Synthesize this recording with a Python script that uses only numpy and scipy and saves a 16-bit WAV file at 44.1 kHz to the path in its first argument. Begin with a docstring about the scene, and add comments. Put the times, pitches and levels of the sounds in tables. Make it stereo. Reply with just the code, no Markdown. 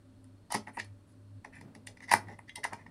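"""A small room: a battery is fumbled into a hollow plastic toy, close to the microphone.
Its metal can taps and scrapes on the ribs, ringing the plastic, and snaps past the contact spring.
Fingers shift and rub on the shell, and the toy knocks on the table with a thud and a hollow boom.
Behind it, a faint low hum swells and fades over quiet room air."""
import sys
import numpy as np
from scipy import signal
from scipy.fft import rfft, irfft
from scipy.io import wavfile
from scipy.ndimage import uniform_filter1d

SR = 44100
rng = np.random.default_rng(int(sys.argv[2]) if len(sys.argv) > 2 else 0)


def dump(signal):
    """Clip the signal to [-1, 1] and save it as 16-bit WAV at the path in sys.argv[1]."""
    limited = np.clip(np.atleast_2d(signal).T, -1, 1)
    pcm = np.round(limited * 32767).astype(np.int16)
    wavfile.write(sys.argv[1], SR, pcm)


N = 127890
TIME = np.arange(N) / SR
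HUM_HZ = 101.5
CONTACT_S = 0.001294   # mean time over which the plastic smears a click

# Table levels are relative.
# battery strikes: (time [s], shell [dB], compartment walls [dB], ribs [dB], metal contact [dB])
STRIKES = [(0.242, -82, -70, -69.5, -56), (0.503, -43, -49, -48, -58), (0.5212, -28, -58, -34, -27),
           (0.5409, -31, -35, -34, -35), (0.545, -22.5, -34, -39, -30.5), (0.549, -23, -29, -31, -33),
           (0.671, -39.5, -40, -58, -61), (0.68, -45.5, -43.5, -64, -71), (0.7704, -36, -38.5, -56, -52.5),
           (0.7751, -28, -45, -73, -65), (0.7975, -45, -28, -37.5, -44), (0.8459, -52.5, -74, -60, -51.5),
           (1.447, -38.5, -39.5, -53, -53.5), (1.611, -48, -47, -55, -54), (1.7501, -52, -48, -54, -51),
           (1.87, -55, -38, -41, -38.5), (1.971, -59, -48.5, -59, -62), (2.004, -56, -45, -58, -65),
           (2.093, -45, -39, -41.5, -54), (2.1142, -15, -18, -28.5, -27), (2.124, -20, -49, -27.5, -25),
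           (2.1365, -8, -14, -26, -20.5), (2.284, -45.5, -43, -57.5, -60.5), (2.3894, -41.5, -44, -70, -53),
           (2.4935, -60, -40, -55.5, -58), (2.5577, -65, -51.5, -39, -34),
           (2.6394, -37.5, -28.5, -36, -34.5), (2.645, -31.5, -33, -51, -35.5),
           (2.6497, -23, -36.5, -44, -53), (2.723, -33, -75, -69, -75), (2.7314, -30.5, -36, -45, -44),
           (2.863, -46, -46, -64, -78)]


def from_db(db):
    """Decibels to gain."""
    return 10 ** (np.asarray(db) / 20)


def rms_one(x):
    """Scale to rms 1."""
    return x / np.sqrt(np.mean(x ** 2) + 1e-20)


def unit_energy(x):
    """Scale each channel to energy 1."""
    return x / np.sqrt(np.sum(x ** 2, axis=-1, keepdims=True) + 1e-20)


def peak_one(x):
    """Scale the strongest 4 ms to rms 1."""
    return x / np.sqrt(uniform_filter1d(x ** 2, size=176).max())


def at_hz(points, hz):
    """Read a table on a log-frequency axis."""
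    knots_hz, values = np.transpose(points)
    return np.interp(np.log(np.maximum(hz, 1)), np.log(knots_hz), values)


def band(x, low_hz, high_hz, order=2):
    """Causal band-pass."""
    return signal.sosfilt(signal.butter(order, [low_hz, high_hz], "band", fs=SR, output="sos"), x)


def decay(t, t60_s):
    """Exponential decay, 60 dB in t60_s."""
    return np.exp(-np.log(1000) * t / t60_s)


def drift(rate_hz):
    """Slow random wander, rms 1."""
    hz = np.arange(N // 2 + 1) * SR / N
    return rms_one(irfft(rfft(rng.standard_normal(N)) / (1 + (hz / rate_hz) ** 2), N))


def add(track, start_s, sound):
    """Mix a sound into a track."""
    i = max(int(start_s * SR), 0)
    track[i:i + len(sound)] += sound[:max(N - i, 0)]


def struck(modes, t, spread_db=2.5):
    """Decaying modes, their strengths varying from blow to blow."""
    strengths = from_db(rng.normal(0, spread_db, len(modes)))
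    return sum(gain * from_db(db) * np.sin(2 * np.pi * hz * t) * decay(t, t60_s)
               for gain, (hz, db, t60_s) in zip(strengths, modes))


def smear(mean_delay_s, size=1024):
    """Bending waves spread a click: each frequency arrives at its own time."""
    knots = np.abs(1 + 0.536 * rng.standard_normal(size // 32))
    positions = np.linspace(0, len(knots) - 1, size // 2 + 1)
    delay_s = mean_delay_s * np.interp(positions, np.arange(len(knots)), knots)
    return irfft(np.exp(-2j * np.pi * np.cumsum(delay_s) * SR / size))[:size // 2]


def placed(x, pan_db, lag_s=0.001):
    """Pan (positive is left); sound reaches the farther, left microphone port later."""
    left, right = unit_energy(from_db([pan_db / 2, -pan_db / 2])) * np.sqrt(2)
    return np.array([left * np.interp(TIME - lag_s / 2, TIME, x),
                     right * np.interp(TIME + lag_s / 2, TIME, x)])


def in_room(x, hz, pan_db, room_db):
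    """Direct sound, dense early reflections and a weaker late tail."""
    # late tail: (frequency [Hz], t60 [s])
    tail_t60 = [(200, 0.15), (1000, 0.43), (4000, 0.22), (12000, 0.24)]
    early_t60_s, late_db, build_s = 0.14, -18, 0.008
    t = TIME[:SR // 2]
    envelope = decay(t, early_t60_s) + from_db(late_db) * decay(t, at_hz(tail_t60, hz))
    envelope *= np.minimum(t / build_s, 1) ** 2
    echoes = unit_energy(rng.standard_normal((2, len(t))) * envelope)
    direct = placed(x, pan_db)
    return direct + from_db(room_db) * signal.fftconvolve(direct, echoes, axes=1)[:, :N]


def stereo_noise(spectrum, hum_dip_db=0):
    """Coloured noise, alike on both sides in the bass, with an optional dip at the hum."""
    # left-right likeness: (frequency [Hz], correlation [0..1])
    likeness = [(40, 0.3), (120, 1), (300, 0.074), (1000, .02), (10000, .02)]
    hz = np.arange(N // 2 + 1) * SR / N
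    mid, side = rfft(rng.standard_normal((2, N)))
    alike = at_hz(likeness, hz)
    pair = np.sqrt(1 + alike) * mid + np.sqrt(1 - alike) * side * [[1], [-1]]
    dip_db = hum_dip_db * np.exp(-((hz - HUM_HZ) / 35) ** 2)
    return rms_one(irfft(from_db(at_hz(spectrum, hz) + dip_db) * pair, N))


def air():
    """Steady, bass-heavy room noise."""
    # room air: (frequency [Hz], density [dB])
    spectrum = [(15, -50.5), (25, -17), (64, -20), (78, -6), (102, 2.5), (141, -21), (270, -21.5),
                (326, -23.5), (607, -35.5), (1400, -38), (2110, -45), (4370, -47.5), (6920, -53.5),
                (9070, -46.5), (16000, -65)]
    return from_db(-61) * stereo_noise(spectrum, hum_dip_db=-17)


def hum():
    """A low hum swells and fades, with faint wavering tones above it."""
    # hum envelope, two consecutive runs of (time [s], level [dB])
    swells = [
        [(0.0, -59.5), (0.42, -56), (0.492, -81), (0.56, -53), (0.766, -67), (0.834, -51), (0.918, -46.5),
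         (1.102, -78.5), (1.118, -58), (1.394, -46), (1.44, -95)],
        [(1.46, -65), (1.56, -60.5), (1.924, -53.5), (1.964, -82), (2.092, -70), (2.136, -48.5), (2.354, -52.5),
         (2.382, -59.5), (2.618, -65), (2.778, -55.5), (2.9, -64)],
    ]
    # room tones: (frequency [Hz], level [dB], width [Hz])
    tones = [(210.7, -75, 20), (261, -61.5, 6.8), (302, -70, 4.7), (580, -69.5, 14), (4300, -82, 36)]
    wander_hz = 1.076 * drift(2.44)
    phase = 2 * np.pi * np.cumsum(HUM_HZ + wander_hz) / SR
    level_db = np.interp(TIME, *np.vstack(swells).T) - 0.5
    out = np.sqrt(2) * np.sin(phase) * from_db(level_db)
    for hz, db, width_hz in tones:
        angle = 2 * np.pi * hz * TIME
        out += from_db(db) * (drift(width_hz) * np.sin(angle) + drift(width_hz) * np.cos(angle))
    return placed(out, pan_db=7.5)


def fingers():
    """Fingers shift on the hollow toy: a low, uneven rustle."""
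    # handling envelope: (time [s], level [dB])
    envelope = [(0, -73.5), (1.45, -71.5), (1.66, -53), (1.8, -63.5), (1.97, -62), (2.3, -53), (2.5, -75),
                (2.74, -59.5), (2.9, -58)]
    # handling noise: (frequency [Hz], density [dB])
    spectrum = [(60, -22.5), (105, -4), (150, -3), (225, -2), (400, -13.5), (600, -13), (900, -19),
                (1500, -25.5), (6000, -48.5)]
    rustle = stereo_noise(spectrum)
    flutter_db = 1.8 * drift(25)
    return rustle * from_db(np.interp(TIME, *np.transpose(envelope)) + flutter_db)


def bumps():
    """Pushes from battery and fingers knock the toy on the table: low thud, hollow boom."""
    # table knocks: (time [s], thud [dB], boom [dB])
    knocks = [(.546, -35, -38.5), (.556, -39, -44.5), (0.675, -53, -54), (0.777, -49.5, -46),
              (1.456, -69, -50.5), (1.611, -52, -66), (1.657, -57, -62), (1.76, -54, -51),
              (1.885, -76, -51.5), (2.115, -47.5, -51), (2.141, -37.5, -35), (2.293, -56, -48),
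              (2.399, -83, -66), (2.578, -60, -46.5), (2.653, -66, -49.5), (2.728, -49, -57.5)]
    # modes of the toy on the table: (frequency [Hz], level [dB], t60 [s])
    modes = [(157, -9.5, 0.085), (213.4, 1, 0.093), (270.4, -7, 0.18), (347, -1, 0.057), (437, -4, .06),
             (522, -1.5, 0.049), (587, 0, 0.069), (674, -3, 0.03), (800, 0, 0.039)]
    split_hz = 400
    thud_modes = [mode for mode in modes if mode[0] < split_hz]
    boom_modes = [mode for mode in modes if mode[0] >= split_hz]
    thuds, booms = np.zeros((2, N))
    t = TIME[:SR // 3]
    for time_s, thud_db, boom_db in knocks:
        add(thuds, time_s, from_db(thud_db + 4.5) * struck(thud_modes, t))
        add(booms, time_s, from_db(boom_db - 1) * struck(boom_modes, t))
    return (in_room(band(thuds, 120, split_hz, order=3), hz=213.4, pan_db=6.5, room_db=-0.5)
            + in_room(band(booms, split_hz, 990), hz=split_hz, pan_db=3, room_db=2.5))


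def spring():
    """The contact spring pings faintly when the battery catches it."""
    # spring plucks: (time [s], level [dB])
    plucks = [(1.871, -57), (2.4938, -50.5), (2.5561, -43.5)]
    # spring modes: (frequency [Hz], level [dB], t60 [s])
    modes = [(2060, -0.5, 0.134), (2820, 0.5, 0.055), (3200, 3.5, 0.067), (3395, 0.5, 0.087),
             (3820, -2, 0.057), (5350, -9, 0.068)]
    out = np.zeros(N)
    for time_s, db in plucks:
        ping = signal.fftconvolve(struck(modes, TIME[:SR // 6]), smear(CONTACT_S))
        add(out, time_s, from_db(db) * ping)
    return in_room(band(out, 1500, 5700), hz=3200, pan_db=-1, room_db=-13.5)


def cracks():
    """The harder the metal strikes, the more of its energy lies in the top treble."""
    low_hz, pivot_db, growth = 11250, -23, 0.62
    out = np.zeros(N)
    for time_s, *_, metal_db in STRIKES:
        db = metal_db - 14.5 + growth * (metal_db - pivot_db)
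        click = band(smear(mean_delay_s=0.0025), low_hz, 1.25 * low_hz)
        add(out, time_s, from_db(db) * peak_one(click))
    return in_room(out, low_hz, pan_db=-12.5, room_db=-14)


def ringing(low_hz, high_hz, dense_db, dense_t60_s):
    """Impulse response of one part of the toy: its modes plus a short dense ring."""
    # toy modes: (frequency [Hz], level [dB], t60 [s])
    toy_modes = [(735, -13.5, .05), (843.5, -7.5, 0.092), (879, 15, 0.014), (939.6, 4, 0.043),
                 (1080.6, -15.5, 0.15), (1260, -5.5, 0.057), (1822, -2, 0.026), (1955, 13, .011),
                 (1949, -10.5, 0.056), (2166, -11.5, 0.04), (2370, -2, 0.023), (3530, -4, 0.015),
                 (4404, -3, 0.035), (5114, 7, 0.014), (6010, -7, .035), (7100, -4, 0.0057),
                 (9320, -1, 0.0096), (10030, 2, 0.0067)]
    t = TIME[:SR // 12]
    modal = struck([mode for mode in toy_modes if low_hz < mode[0] < high_hz], t)
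    modal = band(modal, low_hz, high_hz, order=1)
    dense = band(rng.standard_normal(len(t)) * decay(t, dense_t60_s), low_hz, high_hz, order=3)
    return unit_energy(modal) + from_db(dense_db) * unit_energy(dense)


def scrapes(column, part):
    """The sliding can, and once a faintly rubbing finger, makes a run of tiny uneven slips."""
    # slides; the one at 1.066 s is the finger:
    # (start [s], length [s], shell [dB], compartment walls [dB], ribs [dB], contact [dB])
    slides = [(0.503, 0.079, -37, -43.5, -45.5, -51), (0.665, .04, -45, -54, -68, -62.5),
              (0.732, 0.048, -64.5, -58.5, -82, -56), (.782, 0.022, -49, -36.5, -45, -56),
              (1.066, .07, -86, -84, -79, -70), (1.523, 0.075, -65, -51, -67.5, -64),
              (2.015, 0.038, -59, -48, -57, -61), (2.075, 0.061, -49.5, -40.5, -56, -58),
              (2.107, 0.025, -27, -28, -35, -40), (2.268, 0.084, -54.5, -53, -67, -70.5),
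              (2.476, 0.023, -75.5, -52.5, -63, -71), (2.559, 0.036, -47, -52, -68, -64),
              (2.632, 0.025, -42, -33, -45.5, -55), (2.704, 0.048, -44, -58, -68, -74),
              (2.772, 0.059, -57.5, -58, -74, -77)]
    slips_per_s, spread_db = 1400, 3
    t = TIME[:SR // 6]
    out = np.zeros(N)
    for start_s, length_s, *levels_db in slides:
        chance, size, sign = rng.random((3, len(t)))
        swell = np.sqrt(np.sin(np.pi * np.minimum(t / length_s, 1)).clip(0))
        strength = from_db(-spread_db * np.log(size.clip(0.03)))
        slips = (chance < slips_per_s / SR) * strength * np.sign(sign - 0.5) * swell
        scrape = np.sqrt(length_s * SR) * unit_energy(signal.fftconvolve(slips, ringing(*part)))
        add(out, start_s, from_db(levels_db[column] - 1) * scrape)
    return out


def graze(length_s=0.005, db=-12):
    """The can rubs the plastic just before it strikes."""
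    size = int(length_s * SR)
    return from_db(db) * unit_energy(rng.standard_normal(size) * np.linspace(0, 1, size))


def taps(column, part):
    """Each strike rings a part with a graze, then a smeared click."""
    out = np.zeros(N)
    for time_s, *levels_db in STRIKES:
        lead = graze()
        contact = np.concatenate([lead, smear(CONTACT_S)])
        tap = peak_one(signal.fftconvolve(ringing(*part), contact))
        add(out, time_s - len(lead) / SR, from_db(levels_db[column]) * tap)
    return out


def battery():
    """As the battery goes in, taps and scrapes sound through every part of the toy."""
    # shell, compartment walls, ribs, metal contact:
    # (low [Hz], high [Hz], level [dB], dense ring re modes [dB], its t60 [s], pan [dB], room [dB])
    parts = [(579, 1590, -4, -9, .022, 10.5, -10), (1728, 2457, -2, -6, 0.023, 9, -10),
             (2800, 6480, -2.18, 4.1, 0.022, -3.5, -5), (7220, 10700, -4.13, -4.5, 0.024, -11, -9)]
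    out = np.zeros((2, N))
    for column, (low_hz, high_hz, db, dense_db, dense_t60_s, pan_db, room_db) in enumerate(parts):
        part = low_hz, high_hz, dense_db, dense_t60_s
        contacts = taps(column, part) + scrapes(column, part)
        out += from_db(db) * in_room(contacts, np.sqrt(low_hz * high_hz), pan_db, room_db)
    return out


def scene():
    """Fingers, battery and toy over the hum and room air."""
    return fingers() + battery() + cracks() + spring() + bumps() + hum() + air()


def record(dry):
    """Duller left channel, soft peak limit, steep treble cut."""
    left_top_hz, ceiling, cutoff_hz = 9170, 0.89, 15900
    left = signal.sosfilt(signal.butter(6, left_top_hz, fs=SR, output="sos"), dry[0])
    both = np.array([left, dry[1]])
    rounded = both / (1 + (both / ceiling) ** 8) ** (1 / 8)
    return signal.sosfilt(signal.ellip(10, 0.2, 80, cutoff_hz, fs=SR, output="sos"), rounded)


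dry = scene()
out = record(dry)
dump(out)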